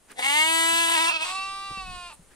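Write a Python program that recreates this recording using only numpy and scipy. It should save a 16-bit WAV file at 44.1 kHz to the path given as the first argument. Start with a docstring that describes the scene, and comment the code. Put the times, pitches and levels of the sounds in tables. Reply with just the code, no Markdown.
"""Sheep bleating outdoors, in a dirt pen with a reed fence. A loud, close bleat starts hoarse, opens to a
clear tone, then rasps and breaks into shakes; a softer, higher call rises out of its end and sinks away.
Each call is vocal-fold pulses and breath ringing through a changing mouth, echoed by ground and fence.
Steps thud and scuff on the dirt, straw rustles, and a little wind brushes the microphone."""
import sys
import numpy as np
from scipy import signal
from scipy.fft import rfft, irfft, next_fast_len
from scipy.io import wavfile
from scipy.ndimage import uniform_filter1d, map_coordinates

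SR = 44100
rng = np.random.default_rng(int(sys.argv[2]) if len(sys.argv) > 2 else 0)


def transcribe(signal):
    """Save signal, clipped to [-1, 1], as a 16-bit WAV file at the path in sys.argv[1]."""
    frames = np.atleast_2d(signal).T
    limited = np.clip(frames, -1, 1)
    pcm = np.round(limited * 32767).astype(np.int16)
    wavfile.write(sys.argv[1], SR, pcm)


N = 103635

# Vocal-fold melody: time_s, pitch_hz
LOUD_PITCH = [(0.23,249),(0.25,270.6),(0.316,286.4),(0.364,301.9),(0.422,314.7),(0.506,325.4),(0.816,334.5),(0.87,331.4),
              (0.942,333),(0.962,321),(0.98,316),(1.016,330.7),(1.052,327.6),(1.093,341.6),(1.112,304.6),(1.136,326.4),(1.155,328.6),(1.18,312.3),(1.225,320),(1.31,301.8)]
# Effort, and the breath hiss relative to the voice: time_s, level_db
LOUD_LEVEL = [(.13,-110),(0.164,-51),(.183,-39.5),(0.193,-29),(0.202,-29),(0.211,-34),(.228,-28),(.25,-23.5),(.35,-22),(.39,-19),(.46,-22.5),(.67,-21.5),(.88,-23.5),(.96,-22),(1.099,-23.5),(1.125,-30.5),(1.161,-25.5),(1.186,-37.5),(1.224,-27.5),(1.259,-37),(1.31,-37.5),(1.4,-110)]
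LOUD_HISS = [(.17,-5),(.28,-12.5),(.55,-16),(.8,-11),(1.09,-7.5),(1.16,-19),(1.248,-1.5)]
# Hoarseness: time_s, period_scatter_percent, rasp_db
LOUD_ROUGH = [(.189,3.5,3.5),(.249,0.94,-13),(.33,0.31,-55),(.44,0.13,-32),(.522,0.099,-41),(0.861,0.057,-41),(.895,0.78,0.5),(.96,0.56,-29),(1.03,0.27,-23),(1.099,0.41,-2.5),(1.125,2.7,1),(1.149,0.21,-28),(1.22,0.9,-6)]
# Five throat and mouth colours: freq_hz, gain_db
GRUNT = [(120,-24),(230,-13),(450,-8),(800,3.5),(1200,-20),(2100,2.5),(2700,-30),(3300,-7),(5500,-36),(8500,-12),(13000,-29),(14200,-72)]
OPENING = [(150,-43),(290,-18),(440,-39),(590,-16.5),(880,-2.5),(1200,-9),(1500,-15),(1850,-7),(2200,3.5),(2520,-18),(2850,-6),(3200,-6.5),(3700,-14.5),(4300,-16),(5000,-22.5),(5500,-47),(6100,-18),(6800,-22),(8300,-10.5),(10300,-27.5),(12700,-25),(14000,-69)]
OPEN = [(150,-30),(330,-11.5),(480,-24),(660,-6.5),(1000,0.5),(1330,-9),(1650,-1.5),(1990,-2),(2330,-7.5),(2700,-7),(3000,-2.5),(3650,-8.5),(4300,-11.5),(4700,-15),(5650,-29),(6000,-17),(7000,-19),(7900,-5),(9000,-12.5),(10100,-16),(10900,-28),(12800,-16),(14000,-80)]
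CLOSING = [(150,-49),(330,-16),(450,-26),(660,-12.5),(990,0),(1330,-11.5),(1650,-8),(2000,-8.5),(2300,-9),(2700,-7.5),(3000,-13),(3300,-7.5),(3800,-15.5),(4530,-16.5),(5730,-27.5),(7140,-24),(8000,-16),(9700,-21),(11000,-37),(13200,-24),(14300,-86)]
SQUEAL = [(150,-23),(290,-14),(430,-27),(640,-6.5),(960,-5),(1300,-4),(1650,-8),(2050,-18),(2600,4),(2900,-11),(3250,-1),(3600,-11.5),(4200,-9.5),(4700,-12.5),(6800,-26.5),(9500,-29),(14000,-59)]
# Morph through those colours: time_s, shape_index
LOUD_MOUTH = [(0.201,0),(0.236,1),(.42,1),(.53,2),(.92,2),(.98,3),(1.05,3),(1.14,4),(1.24,3.7)]
# Pan by arrival time: freq_hz, left_lead_ms
LOUD_LEAD = [(660,.37),(1000,.28),(2000,.15),(2700,.15),(3300,.22),(4500,.19)]
# Pan by level: freq_hz, left_over_right_db
LOUD_BALANCE = [(330,.5),(1000,3),(1650,4),(2250,3),(2800,-16),(3350,4.5),(3800,6.5),(4500,1),(5500,0),(8000,8),(9500,-1),(12500,7.5)]

def loud_bleat():
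    """The close sheep on the left: a grunt opens to a clear tone and ends in a shaking squeal."""
    call = bleat(LOUD_PITCH, LOUD_LEVEL, LOUD_ROUGH, LOUD_HISS,
                 [GRUNT, OPENING, OPEN, CLOSING, SQUEAL], LOUD_MOUTH,
                 shimmer_db=2.0, memory=0.705, waver=0.01129, flutter_hz=64, flutter=0.29)
    return place(call, LOUD_LEAD, LOUD_BALANCE)


# Vocal-fold melody: time_s, pitch_hz
SOFT_PITCH = [(1.24, 348.4), (1.298, 371.1), (1.356, 381.8), (1.454, 388.3), (1.654, 392.9), (1.758, 388.8),
              (1.876, 367), (2.072, 350.2), (2.094, 341.6), (2.114, 300.2), (2.13, 290.5)]
# Effort, and the breath hiss relative to the voice: time_s, level_db
SOFT_LEVEL = [(1.17,-120),(1.248,-37),(1.36,-31),(1.52,-34),(1.65,-36),(1.751,-36),(1.821,-36),(1.845,-40.5),(1.96,-38.5),(2.071,-40.5),(2.13,-48.5),(2.22,-108)]
SOFT_HISS = [(1.27,-2),(1.42,-18.5),(1.75,-32),(2.1,-11.5)]
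# Hoarseness: time_s, period_scatter_percent, rasp_db
SOFT_ROUGH = [(1.26,1.07,-1),(1.37,0.16,-16),(1.7,0.046,-56),(2.071,.12,-48),(2.11,2.3,-1)]
# Two throat and mouth colours: freq_hz, gain_db
SOFT_OPEN = [(200,-24.5),(390,-27.5),(780,-8.5),(1170,2),(1560,-17.5),(1960,-16.5),(2350,-16.5),(2720,-3.5),(3120,-23),(3520,-15.5),(3900,-8.5),(4300,-16),(4700,-13.5),(5100,-24.5),(5450,-18.5),(6700,-29.5),(8600,-21),(9700,-23.5),(11000,-77),(14000,-73)]
SOFT_CLOSING = [(200,-19),(360,-28),(720,-3),(1080,0),(1430,-8.5),(1800,-14),(2150,-18),(2500,0.5),(2850,-5.5),(3200,-13),(3900,-13.5),(4300,-12),(4650,-11.5),(5100,-23.5),(7000,-23),(9500,-13.5),(11000,-34),(14000,-60)]
# Morph between them: time_s, shape_index
SOFT_MOUTH = [(1.76,0.13),(1.9,0.69)]
# Pan by arrival time: freq_hz, left_lead_ms
SOFT_LEAD = [(1000,0.083),(8000,0.027)]
# Pan by level: freq_hz, left_over_right_db
SOFT_BALANCE = [(400,1.5),(1150,-3.5),(1900,2.5),(2700,-1.5),(3600,-3.5),(4400,5),(5800,-5),(8000,-1)]

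def soft_bleat():
    """The higher call from straight ahead, sinking as the mouth closes."""
    call = bleat(SOFT_PITCH, SOFT_LEVEL, SOFT_ROUGH, SOFT_HISS, [SOFT_OPEN, SOFT_CLOSING], SOFT_MOUTH,
                 shimmer_db=1.5, memory=0.86, waver=0.00829, flutter_hz=117.5, flutter=0.038)
    return place(call, SOFT_LEAD, SOFT_BALANCE)


# Air hissing through the folds: freq_hz, gain_db
HISS_EQ = [(1000,-35),(1800,-10.5),(2200,1.5),(2600,-5.5),(3500,1.5),(4400,-3),(6900,-10),(7600,-0.5),(9000,-3.5),(12700,-27.5),(13800,-30)]
SMEAR_MS_PER_KHZ = .34  # the upper partials of each pulse trail the lower ones

def bleat(pitch, level, rough, hiss, shapes, mouth, shimmer_db, memory, waver, flutter_hz, flutter):
    """Fold pulses and rasp through a moving mouth; when hoarse, pitch wavers and loose tissue flutters."""
    scatter, rasp_db = curves(rough)
    hoarse = np.tanh(scatter)
    pitch_hz = curves(pitch)[0] * (1 + waver * hoarse * wobble(70))
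    likeness = 1 - 0.59 * hoarse  # hoarse breath follows the pitch less
    pulses, puffs = folds(pitch_hz, scatter, shimmer_db, memory)
    flutter_cycles = np.cumsum(flutter_hz * (1 + 0.143 * wobble(24.6))) / SR
    pulses *= 1 + flutter * hoarse * np.sin(2 * np.pi * flutter_cycles)
    source = pulses + amp(rasp_db) * breath(puffs, pitch_hz, likeness)
    source = filtered(source, lambda hz: np.exp(-1j * np.pi * SMEAR_MS_PER_KHZ * (hz / 1000) ** 2))
    morph, = curves(mouth)
    vowels = [unit(ring(source, shape)) for shape in shapes]
    voice = even(sum(np.clip(1 - abs(morph - k), 0, 1) * vowel for k, vowel in enumerate(vowels)))
    air = unit(ring(breath(puffs, pitch_hz, likeness), HISS_EQ))
    return amp(curves(level)[0]) * (voice + amp(curves(hiss)[0]) * air)


def folds(pitch_hz, scatter, shimmer_db, memory):
    """One pulse per cycle, uneven in time and size when hoarse; also each cycle's puff envelope."""
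    cycles = np.cumsum(pitch_hz) / SR
    onsets = np.interp(np.arange(1, int(cycles[-1])), cycles, np.arange(N))
    i = onsets.astype(int)
    chance = rng.standard_normal((len(onsets), 2))
    # memory is the share of each timing slip carried into the next cycle
    slip = signal.lfilter([1], [1, -memory], chance[:, 0] * scatter[i] / 100)
    onsets = np.clip(onsets + slip * SR / pitch_hz[i], 8, N - 10)
    sizes = amp(shimmer_db * np.tanh(scatter[i]) * chance[:, 1])
    taps = onsets.astype(int)[:, None] + np.arange(-7, 9)
    offset = taps - onsets[:, None]
    clicks = np.sinc(offset) * np.cos(np.pi * offset / 16) ** 2  # land between samples
    pulses = np.bincount(taps.ravel(), (clicks * sizes[:, None]).ravel(), N)
    return unit(pulses), np.cos(np.pi * cycles) ** 2


def breath(puffs, pitch_hz, likeness):
    """Puffs of air, each much like its neighbours, so the noise gathers round the harmonics."""
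    air = puffs * rng.standard_normal(N)
    n, period = np.arange(N), SR / pitch_hz
    neighbours = map_coordinates(air, [n - period], order=5) + map_coordinates(air, [n + period], order=5)
    return unit(air + .5 * likeness * neighbours)


def place(x, lead, balance):
    """Pan a call: each frequency reaches the two microphone ports with its own delay and level."""
    half = np.array([[.5], [-.5]])

    def response(hz):
        lead_s = half * along(lead, hz) / 1000
        return amp(half * along(balance, hz)) * np.exp(2j * np.pi * hz * lead_s)
    return filtered(x, response)


def ground(x, gain_db=-16.5, delay_ms=2.2, sway_ms=0.032):
    """Add the ground bounce, its path swaying as sheep and microphone move."""
    echoes = []
    for channel in x:
        lag = (delay_ms + sway_ms * wobble(5.28)) * SR / 1000
        echoes.append(map_coordinates(channel, [np.arange(N) - lag]))
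    return x + amp(gain_db) * np.array(echoes)


def fence(x, gain_db=-9, t60_s=.07, predelay_s=.007):
    """A short scattered echo off the reeds."""
    t = np.arange(SR // 3) / SR
    tail = rng.standard_normal((2, len(t))) * amp(-60 * t / t60_s) * (t > predelay_s)
    return amp(gain_db) * signal.fftconvolve(x, tail / np.linalg.norm(tail[0]), axes=1)[:, :N]


# Hoof falls: start_s, level_db, pitch_hz, t60_s, earth_db
STEPS = [(.725,-43,244,0.22,-54),(1.387,-51,254,0.076,-52),(1.706,-39.5,122.6,0.085,-40),(1.772,-36,187,0.049,-45),(2.192,-44,171,0.095,-69)]
# Soft earth under a hoof: freq_hz, gain_db
EARTH_EQ = [(110,3),(520,0),(800,-9),(8000,-57)]

def steps():
    """Each hoof lands as a dull, damped tone with a puff of soft earth."""
    t, thuds, earth = np.arange(N) / SR, np.zeros(N), np.zeros(N)
    for start_s, level_db, pitch_hz, t60_s, earth_db in STEPS:
        age = np.maximum(t - start_s, 0)
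        envelope = (1 - np.exp(-age / 0.0013)) * amp(-60 * age / t60_s)
        thuds += amp(level_db) * envelope * np.sin(2 * np.pi * pitch_hz * age)
        earth += amp(earth_db) * envelope
    return thuds + earth * noise(EARTH_EQ, width=0.38)


# Dirt scuffs and straw rustles: peak_s, half_width_s, level_db
SCUFFS = [(.113,0.021,-46.5),(1.778,0.0035,-49),(2.323,0.025,-57)]
RUSTLES = [(.118,0.0018,-40.5),(2.14,0.015,-49)]
# Dull dirt and crisp straw: freq_hz, gain_db
DIRT_EQ = [(100,-20),(370,2),(600,-16.5),(1600,-2.5),(2600,-10.5),(14000,-28)]
STRAW_EQ = [(1000,-16),(6000,-15),(9000,10),(15500,-21)]

def scuffs():
    """Hooves brush dirt and dry straw in brief swells of noise."""
    return swells(SCUFFS) * noise(DIRT_EQ, width=0.51) + swells(RUSTLES) * noise(STRAW_EQ, width=1.0)


# Wind puffs and the air bed: time_s, level_db
WIND_LEVEL = [(0,-68.5),(1.38,-77),(1.47,-57),(1.6,-63),(1.78,-53.5),(1.9,-42),(1.97,-46.5),(2.05,-61.5)]
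AIR_LEVEL = [(0,-62),(.2,-54.5),(1.5,-52.5),(2.35,-59)]
# Wind rumble and airy hush: freq_hz, gain_db
WIND_EQ = [(15,-11.5),(45,-6),(90,-19.5),(200,-21.5),(500,-48),(2000,-73)]
AIR_EQ = [(20,-5),(100,-12),(400,-8),(1500,-15),(5500,-22.5),(9600,-12.5),(12000,-28),(15500,-38)]

def outdoors():
    """Low puffs of wind on the microphone, heavier on the left, over quiet air."""
    wind = amp(curves(WIND_LEVEL)[0]) * noise(WIND_EQ, width=0.48) * amp([[3], [-4]])
    return wind + amp(curves(AIR_LEVEL)[0]) * noise(AIR_EQ, width=0.6)


def amp(db):
    """Decibels to gain."""
    return 10 ** (np.asarray(db) / 20)


def unit(x):
    """Scale to rms 1."""
    return x / np.sqrt(np.mean(x ** 2) + 1e-20)


def even(x, size=1301):
    """Hold the running rms at 1."""
    power = uniform_filter1d(uniform_filter1d(x * x, size), size)
    return x / np.sqrt(np.abs(power) + 1e-12)


def along(points, hz):
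    """Read freq_hz, value points on a log frequency axis."""
    freqs, values = np.transpose(points)
    return np.interp(np.log(hz + 1), np.log(freqs + 1), values)


def curves(rows):
    """One automation curve for each column after the time."""
    times, *columns = np.transpose(rows)
    return [np.interp(np.arange(N) / SR, times, column) for column in columns]


def swells(rows):
    """An envelope of bell-shaped bumps."""
    t = np.arange(N) / SR
    return sum(amp(db) * np.exp(-((t - peak_s) / half_width_s) ** 2) for peak_s, half_width_s, db in rows)


def wobble(rate):
    """A smooth random curve, rate knots a second."""
    return map_coordinates(rng.standard_normal(int(N * rate / SR) + 4), [np.arange(N) * rate / SR])


def filtered(x, response):
    """Apply a complex frequency response."""
    size = next_fast_len(N + SR // 2)
    return irfft(rfft(x, size) * response(np.fft.rfftfreq(size, 1 / SR)), size)[..., :N]


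def ring(x, shape, size=2048):
    """Resonate x through a minimum-phase filter with the given spectrum."""
    cepstrum = irfft(np.log(amp(along(shape, np.fft.rfftfreq(size, 1 / SR)))))
    cepstrum[1:size // 2] *= 2
    cepstrum[size // 2 + 1:] = 0
    return signal.fftconvolve(x, irfft(np.exp(rfft(cepstrum))))[:N]


def noise(shape, width):
    """Coloured stereo noise of rms 1; width is side over mid."""
    mid, side = filtered(rng.standard_normal((2, N)), lambda hz: amp(along(shape, hz)))
    return unit(np.array([mid + width * side, mid - width * side]))


def scene():
    """Two calls and their echoes, over hooves and open air."""
    calls = ground(loud_bleat() + soft_bleat())
    return calls + fence(calls) + steps() + scuffs() + outdoors()


TOP_HZ = 15700

def record(dry):
    """A brick-wall high cut on the mix."""
    return filtered(dry, lambda hz: hz < TOP_HZ)


dry = scene()
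out = record(dry)
transcribe(out)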